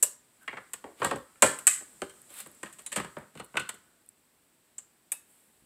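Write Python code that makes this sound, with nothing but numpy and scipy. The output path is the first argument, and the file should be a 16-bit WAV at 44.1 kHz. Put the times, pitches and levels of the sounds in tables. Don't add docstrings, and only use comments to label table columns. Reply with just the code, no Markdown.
import sys
import numpy as np
from scipy import signal
from scipy.fft import rfft, irfft, next_fast_len
from scipy.io import wavfile

SR = 44100
rng = np.random.default_rng(int(sys.argv[2]) if len(sys.argv) > 2 else 0)


def rack_gain(trim_db):
    fader = np.asarray(trim_db, float)
    return 10 ** (fader / 20)


def int16_out(signal):
    q = np.round(np.clip(np.atleast_2d(signal).T, -1, 1) * 32767)
    wavfile.write(sys.argv[1], SR, q.astype(np.int16))


N = 249279


def rms_one(x):
    return x / np.sqrt(np.mean(x ** 2) + 1e-20)


def peak_one(rows):
    return rows / np.abs(rows).max(axis=1, keepdims=True)


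def band(x, low_hz, high_hz):
    sos = signal.butter(2, [low_hz, min(high_hz, .45 * SR)], "band", fs=SR, output="sos")
    return signal.sosfilt(sos, x)


def ring(x, hz, t60):
    r, w = rack_gain(-60 / (t60 * SR)), 2 * np.pi * hz / SR
    return signal.lfilter([0, np.sin(w)], [1, -2 * r * np.cos(w), r * r], x + 1e-18)


def coloured(spectrum):
    hz, level_db = np.transpose(spectrum)
    size = next_fast_len(N)
    grid = np.arange(size // 2 + 1) * SR / size + 1
    gain = rack_gain(np.interp(np.log(grid), np.log(hz), level_db))
    return rms_one(irfft(rfft(rng.standard_normal(size)) * gain, size)[:N])


def add(out, sounds, times):
    for sound, s in zip(sounds, times):
        i = round(s * SR)
        out[i:i + len(sound)] += sound[:N - i]


REGISTERS_HZ = [40, 190, 650, 2400, 5000, 8000, 15000]


def blows(table, modes, counter_db, share, ring_db, gap_db, top_db, tail_db, tail_s):
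    start_s, plate_db, hard_db, weight_db, contact_ms = np.transpose(table)
    body_db = plate_db + weight_db
    thud_db = counter_db + share * (body_db - body_db.max())
    crack_db = plate_db + hard_db - 16.5
    gap_level_db = np.minimum(plate_db, crack_db) + gap_db
    shape = np.transpose([thud_db - 33.0, thud_db - 3, body_db - 7.5, plate_db,
                          gap_level_db, crack_db, crack_db + top_db])

    def level_at(hz):
        return np.array([[np.interp(np.log(hz), np.log(REGISTERS_HZ), row)] for row in shape])

    t = np.arange(round(.3 * SR)) / SR
    luck = rng.standard_normal((len(table), 2 * len(t) + len(modes)))
    grain_s, grain_db = .0025, 1.8
    step = round(grain_s * SR)
    uneven = np.repeat(luck[:, ::step], step, axis=1)[:, :len(t)]
    lumps = rack_gain(grain_db * uneven.clip(-1.5, 2))
    hum = rack_gain(tail_db) * np.exp(-t / tail_s)
    edges, rattle = 50 * 2 ** np.arange(0, 9, .5), 0
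    for k, (low, high) in enumerate(zip(edges, edges[1:])):
        hz = np.sqrt(low * high)
        lasts = np.clip(contact_ms, .5, 30)[:, None] / 1000 * (hz / 3000) ** -.25
        attack = 1 - np.exp(-t / (0.13 * lasts))
        fade = (np.exp(-(t / lasts) ** 1.2) + hum) * lumps * attack
        noise = luck[:, k % 2 * len(t):][:, :len(t)]
        rattle = rattle + rack_gain(level_at(hz)) * peak_one(band(noise * fade, low, high))

    mode_spread_db, twin_db, twin_ratio, longest_ring_s = 2.5, -5, 1.022, .16
    total = rattle
    for k, (hz, db, t60) in enumerate(modes):
        t60 = np.clip(t60, .008, longest_ring_s)
        tone = ring(rattle, hz, t60) + rack_gain(twin_db) * ring(rattle, hz * twin_ratio, t60 / 2)
        tone_db = level_at(hz) + db + ring_db + mode_spread_db * luck[:, [-k - 1]]
        total = total + rack_gain(tone_db) * peak_one(tone)
    out = np.zeros(N)
    add(out, total * np.cos(t / t[-1] * np.pi / 2), start_s - .001)
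    return out


# start_s, strength_db, hardness_db, weight_db, contact_ms
LEVER_DOWN = [
    (1.3582, -53, 4, -13.5, 1.67),
    (1.423, -13, 15.5, -2, 3.5),
    (1.4283, -14.5, 10.5, 2.5, 5.0),
]
# pitch_hz, level_db, t60_s
LEVER_DOWN_MODES = [(152, 6, .12), (551, -4, .15), (625, 0, .08), (915, -3, .08), (1060, -3, .06),
                    (1394, 0, .06), (1577, -2, .16), (1762, -2, .16), (1912, -12, .12), (2035, -13, .12),
                    (2450, -6, .05), (2945, -14, .08), (3358, -12, .1)]


def lever_down():
    return blows(LEVER_DOWN, LEVER_DOWN_MODES, counter_db=-31, share=.9, ring_db=-5.5,
                 gap_db=-10.0, top_db=-12.5, tail_db=-15.0, tail_s=0.051)


# start_s, strength_db, hardness_db, weight_db, contact_ms
CLAMP = [
    (1.67, -22.5, 28, -14.5, 2.2),
    (1.6743, -21, 22, -13, 5.4),
]
# pitch_hz, level_db, t60_s
CLAMP_MODES = [(1292, -2, 0.15), (1700, -5.5, 0.081), (2570, -1, .14), (2050, -4, 0.12), (3200, -9, .03),
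               (8000, -7, .05)]


def clamp():
    return blows(CLAMP, CLAMP_MODES, counter_db=-69.0, share=1, ring_db=-11.5,
                 gap_db=-8.5, top_db=-16.5, tail_db=-16.0, tail_s=.052)


# start_s, strength_db, hardness_db, weight_db, contact_ms
LID_DOWN = [
    (.9985, -48.5, 8, 3.5, 11),
    (1.0181, -23.5, -20.5, 2.5, 4.4),
    (1.0296, -31, 1, -2, 7.4),
    (1.0465, -23, 10.5, 1, 3.9),
    (1.0587, -33.5, 8, -4.5, 3.2),
    (1.1109, -25.5, -2.5, 4.5, 5.6),
    (1.1281, -40.5, -2, 4, 16),
    (1.1594, -38.5, 6, 7.5, 3.4),
]
# pitch_hz, level_db, t60_s
LID_DOWN_MODES = [(160, -2, .14), (556, 4, .1), (960, -12, .08), (1142, -6, .03), (1300, 0, .03),
                  (1600, -2, .06), (1865, -2, .06)]


def lid_down():
    return blows(LID_DOWN, LID_DOWN_MODES, counter_db=-39.5, share=0.23, ring_db=-3.0,
                 gap_db=-11.0, top_db=-9.5, tail_db=-15.0, tail_s=.032)


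# start_s, strength_db, hardness_db, weight_db, contact_ms
LEVER_UP = [(2.4022, -41.5, 15.5, -10, 7), (2.462, -51, 14.5, 9, 4.1), (2.6314, -34.5, 9.5, 3.5, 4.9),
            (2.6589, -39, -1, -7, 6), (2.7274, -55.5, 21.5, -16, 9.8), (2.7854, -49.5, 16, -1.5, 16),
            (2.919, -36, 10.5, -7, 12), (2.9273, -29, 8.5, -30, 5.1), (2.9603, -27.5, 13, 3, 11),
            (2.9793, -29.5, 0, 1.5, 10.3), (3, -31.5, 2.5, 1, 4.6), (3.046, -38.5, 1.5, 5, 6.9),
            (3.1684, -41, -22, 13.5, 2.7)]
# pitch_hz, level_db, t60_s
LEVER_UP_MODES = [(215, 4, 0.048), (396, -2, 0.03), (612, -2.5, 0.047), (1296, -11.5, 0.065),
                  (1893, -12.5, 0.043)]


def lever_up():
    return blows(LEVER_UP, LEVER_UP_MODES, counter_db=-41, share=1.18, ring_db=0.0,
                 gap_db=-9.0, top_db=-11.0, tail_db=-15.0, tail_s=0.046)


# start_s, strength_db, hardness_db, weight_db, contact_ms
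LID_UP = [
    (3.353, -55, 11.5, 9, 6.2),
    (3.3742, -46, 6.5, -9, 3.8),
    (3.3976, -40.5, 4.5, 3, 10.5),
    (3.5425, -46, -14, 8, 1.6),
    (3.5541, -39.5, -13.5, 6.5, 8),
    (3.5696, -18.5, -1, -11.5, 7.1),
    (3.5955, -37, 11.5, -5.5, 12.7),
]
# start_s, strength_db, hardness_db, weight_db, contact_ms
LID_REST = [
    (3.6903, -29.5, 8.5, -10.5, 8.7),
    (3.742, -60.5, 22, 10, 8),
    (3.735, -62, 2, 12, 4),
]
# pitch_hz, level_db, t60_s
LID_UP_MODES = [(214, 0, .12), (569, -5, .05), (966, -9, .05), (1490, -2, .09), (1570, -5, .06),
                (2100, -12, .03), (2700, -6, .02), (3000, -2, .03), (3700, -4, .015), (4300, -2, .015)]


def lid_up():
    opening = blows(LID_UP, LID_UP_MODES, counter_db=-47.5, share=.1, ring_db=-3.5,
                    gap_db=1.0, top_db=-11.0, tail_db=-21.0, tail_s=0.054)
    rest = blows(LID_REST, LID_UP_MODES, counter_db=-57.5, share=0.095, ring_db=-22.0,
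                 gap_db=-7.0, top_db=-3.0, tail_db=-24.5, tail_s=0.056)
    return opening + rest


# start_s, strength_db, hardness_db, weight_db, contact_ms
REACH = [
    (0.4781, -26.5, -17.5, -17.5, 5.2),
    (0.5292, -36, -41, -1.5, 9.2),
    (0.5692, -34, -45, -4, 10.7),
    (0.8414, -48, -1, 17, 3.2),
]
# pitch_hz, level_db, t60_s
REACH_MODES = [(560, -4, .04), (900, -5, .04), (1130, -1, .03), (1450, -4, .03), (2350, -2, .012),
               (2800, -1, .02), (3300, 2, .02), (4200, -4, .015)]


def reach():
    return blows(REACH, REACH_MODES, counter_db=-51, share=0.4, ring_db=-6.0,
                 gap_db=6.0, top_db=-12.0, tail_db=-17.5, tail_s=0.047)


# start_s, strength_db, hardness_db, weight_db, contact_ms
LEAN = [
    (1.8088, -58, 12, 12, 8),
    (2.0192, -31.5, 6, 6.5, 2.5),
    (2.0953, -53.5, 14, -8, 13),
    (2.3037, -63, 24.5, 11, 4.9),
]
# pitch_hz, level_db, t60_s
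LEAN_MODES = [(411, -5, 0.12), (410, 1.5, 0.05), (602, 1, 0.05), (812, 1.5, 0.055), (1709, -1.5, 0.09),
              (2430, -9, 0.068), (3180, -3, 0.06), (4230, -5, 0.045)]


def lean():
    return blows(LEAN, LEAN_MODES, counter_db=-45.0, share=0.9, ring_db=-4.5,
                 gap_db=0.5, top_db=-12.0, tail_db=-13.5, tail_s=0.024)


# start_s, strength_db, hardness_db, weight_db, contact_ms
SNAPS = [
    (0.0268, -35.5, 36.5, 1.5, 10.7),
    (0.0292, -35.5, 14.5, 1.5, 5.5),
]
# pitch_hz, level_db, t60_s
SNAP_MODES = [(602, -0.5, 0.053), (1762, -6.5, 0.044), (2900, -8.5, 0.082)]


def first_snaps():
    return blows(SNAPS, SNAP_MODES, counter_db=-62, share=1, ring_db=-1.0,
                 gap_db=-1.5, top_db=-11.0, tail_db=-17.5, tail_s=0.037)


# start_s, strength_db, hardness_db, weight_db, contact_ms
HINGE = [
    (0.734, -37, 19, -4, 6),
    (1.5884, -41, 16, -8, 5),
]
# pitch_hz, level_db, t60_s
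HINGE_MODES = [(1190, 0, 0.073), (1450, -1.4, 0.071)]
# start_s, strength_db, hardness_db, weight_db, contact_ms
LATCH = [
    (2.8633, -45.5, 22, -8, 9.5),
]
# pitch_hz, level_db, t60_s
LATCH_MODES = [(1990, -7, .05), (4000, 7, 0.044), (7280, 0.5, 0.027), (9500, -1, 0.067), (10160, -2, .05)]


def hinge_and_latch():
    hinge = blows(HINGE, HINGE_MODES, counter_db=-59.0, share=0.92, ring_db=-4.0,
                  gap_db=-11.5, top_db=-4.0, tail_db=-21.0, tail_s=.03)
    latch = blows(LATCH, LATCH_MODES, counter_db=-77, share=1, ring_db=-5.5,
                  gap_db=-2.5, top_db=-5.0, tail_db=-20.0, tail_s=.03)
    return hinge + latch


# start_s, strength_db, hardness_db, weight_db, contact_ms
CLINKS = [
    (5.1188, -39, 25, -9.5, 6.9),
    (5.1234, -49, 31.5, -18, 5.8),
]
# pitch_hz, level_db, t60_s
CLINK_MODES = [(980, 4, .04), (1400, -6, .03), (1780, -12, .03), (2606, 6, .15), (2900, 0, .03),
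               (3758, -1, .12), (6665, -10, .06), (9345, -14, .05), (10460, -10, .08), (12250, -4, .06),
               (13100, -1, .02)]
# start_s, strength_db, hardness_db, weight_db, contact_ms
DOUGH_SNAP = [
    (4.782, -54, 28.5, -2, 9.8),
]


def clinks_and_dough():
    clinks = blows(CLINKS, CLINK_MODES, counter_db=-81, share=1, ring_db=-3.0,
                   gap_db=-4.5, top_db=-2.0, tail_db=-22.0, tail_s=0.04)
    dough_modes = [(7370, -2.1, 0.012), (8060, -6.0, 0.01)]     # pitch_hz, level_db, t60_s
    dough = blows(DOUGH_SNAP, dough_modes, counter_db=-79, share=1, ring_db=0.0,
                  gap_db=-8.5, top_db=-22.0, tail_db=-15.5, tail_s=0.033)
    return clinks + dough


# start_s, peak_db, centre_hz
TICKS = [(2.218, -34, 10700), (2.3412, -30, 10900), (2.37, -26.5, 13000), (2.3774, -43, 10600),
         (2.389, -29, 10900), (2.4036, -24, 10600), (2.4604, -42, 11400), (2.472, -32, 12100),
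         (2.5167, -35.5, 12400), (2.053, -43, 11000), (2.5505, -40, 12200), (2.8075, -41, 12000),
         (2.8214, -39, 11500), (3.186, -39, 11800), (3.4461, -35, 11000), (3.4627, -44, 10850),
         (4.0632, -40, 11800), (4.0906, -32.5, 10700)]


def ticks():
    t = np.arange(round(0.053 * SR)) / SR
    out = np.zeros(N)
    for start_s, peak_db, hz in TICKS:
        snap = rng.standard_normal(len(t)) * np.exp(-t / .0014)
        for _ in range(2):
            snap = band(snap, hz * 0.73, hz * 1.3)
        add(out, [rack_gain(peak_db - 13) * snap / np.abs(snap).max()], [start_s - .001])
    return out


# start_s, hardest_s, end_s, peak_db, brightness_db
RUB = [
    (0.403, 0.434, 0.44, -69, 22),
    (0.962, 1.007, 1.07, -55, 9.5),
    (1.039, 1.02, 1.166, -37.5, -0.5),
    (1.14, 1.172, 1.3, -61.5, 13.5),
    (2.287, 2.405, 2.454, -48.5, 17),
    (3.334, 3.401, 3.42, -57, 10.5),
    (3.422, 3.453, 3.465, -66.5, 21.5),
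    (5.226, 5.3, 6.04, -74.5, 21.5),
]


def rubbing():
    grains = rng.standard_normal(N) * rack_gain(1.0 * np.minimum(rng.exponential(1, N), 5))
    dull, bright = rms_one(band(grains, 750, 3600)), rms_one(band(grains, 8250, 18000))
    swell_db, fade_db = 17.5, 24
    t, out = np.arange(N) / SR, np.zeros(N)
    for start, hardest, end, db, bright_db in RUB:
        edge = np.clip(np.minimum(t - start, end - t) / 0.0059, 0, 1)
        push = rack_gain(np.interp(t, [start, hardest, end], [db - swell_db, db, db - fade_db]))
        out += edge * push * (dull + rack_gain(bright_db - 18.5) * bright)
    return out


def shudder():
    start_s, gap_s, peak_db, swell_db = 5.6095, 0.014, -49, 9
    k, clicks = np.arange(4), np.zeros(N)
    clicks[((start_s + gap_s * k) * SR).astype(int)] = rack_gain(peak_db - swell_db * np.abs(k - 1.3))
    return ring(clicks, 214, 0.016)


# start_s, end_s, pitch_hz, level_db
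SQUEAKS = [
    (0.41, 0.462, 1555, -60),
    (3.813, 4.05, 1490, -77),
]


def squeaks():
    t, out = np.arange(N) / SR, 0
    for start, end, hz, db in SQUEAKS:
        swell = np.sqrt(np.sin(np.pi * np.clip((t - start) / (end - start), 0, 1)).clip(0))
        out = out + rack_gain(db) * swell * rms_one(ring(rng.standard_normal(N), hz, 0.026))
    return out


# pitch_hz, t60_s, echo_db
KITCHEN = [(157, 0.32, -20), (540, 0.31, -9), (1430, 0.36, -5.5), (3860, 0.3, -5.5), (9400, 0.23, -16)]


def kitchen(x):
    t = np.arange(round(.7 * SR)) / SR
    white = rng.standard_normal(len(t)) * np.clip((t - .005) / 0.004, 0, 1)
    centres = np.array(KITCHEN)[:, 0]
    edges = [40, *np.sqrt(centres[1:] * centres[:-1]), 18000]
    echo = 0
    for low, high, (hz, t60, echo_db) in zip(edges, edges[1:], KITCHEN):
        echo = echo + rack_gain(echo_db - 60 * t / t60) * band(white, low, high) / np.sqrt(t60 * SR / 14)
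    return signal.fftconvolve(x, echo)[:N] * rack_gain(0.5)


# time_s, stir_db
AIR = [(0.0, 6.5), (0.19, -3.5), (0.64, 1.5), (1.46, 1.5), (1.601, 15.5), (1.65, 10), (2.14, 7),
       (3.13, 4.5), (3.429, -6), (3.56, 4), (4.058, -7), (5.65, -6)]
# pitch_hz, level_db (per Hz)
AIR_LOW = [(18, -52.5), (30, -16.5), (236, -3), (530, -9.5), (1940, -14), (6000, -22), (7800, -50),
           (13200, -120)]
# pitch_hz, level_db (per Hz)
AIR_HIGH = [(3000, -30), (5000, -8.5), (7000, -3.5), (9500, -5.5), (12000, -7), (16000, -7.5)]
# pitch_hz, level_db (per Hz)
SELF_NOISE = [(2500, -24.5), (5000, -5), (9000, -5), (13000, 3), (16000, 5.5)]


def air():
    time_s, db = np.transpose(AIR)
    stir_db = np.interp(np.arange(N) / SR, time_s, db)
    rumble = rack_gain(-68 + 0.47 * stir_db)
    hiss = rack_gain(-76.5 + 1.05 * stir_db)
    return rumble * coloured(AIR_LOW) + hiss * coloured(AIR_HIGH) + rack_gain(-75.5) * coloured(SELF_NOISE)


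def scene():
    press = first_snaps() + clamp() + hinge_and_latch() + clinks_and_dough()
    press = press + reach() + lid_down() + lever_down() + lean() + lever_up() + lid_up()
    press = press + rubbing() + shudder() + squeaks()
    small = ticks()
    return (press + small + kitchen(press + rack_gain(-4.5) * small) + air())[None]


def band_limit(x):
    return signal.sosfilt(signal.butter(12, 16510, fs=SR, output="sos"), x)


# pitch_hz, width_hz, level_db
MIC_PEAKS = [(8020, 1257, 21), (9160, 2000, -1.5), (5740, 4900, -9.5)]


def record(dry):
    x = dry
    for hz, width_hz, db in MIC_PEAKS:
        r, w = np.exp(-np.pi * width_hz / SR), 2 * np.pi * hz / SR
        side = (1 - r * r) / 2
        x = x + (rack_gain(db) - 1) * signal.lfilter([side, 0, -side], [1, -2 * r * np.cos(w), r * r], x)
    cutoff_hz, overload = 16350, .76
    x = signal.sosfilt(signal.cheby2(10, 45, cutoff_hz, fs=SR, output="sos"), x)
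    load = np.abs(signal.hilbert(x, next_fast_len(N))[:, :N]) / overload + 1e-9
    x = x / (1 + load ** 6) ** (1 / 6)
    return band_limit(x)


dry = scene()
out = record(dry)
int16_out(out)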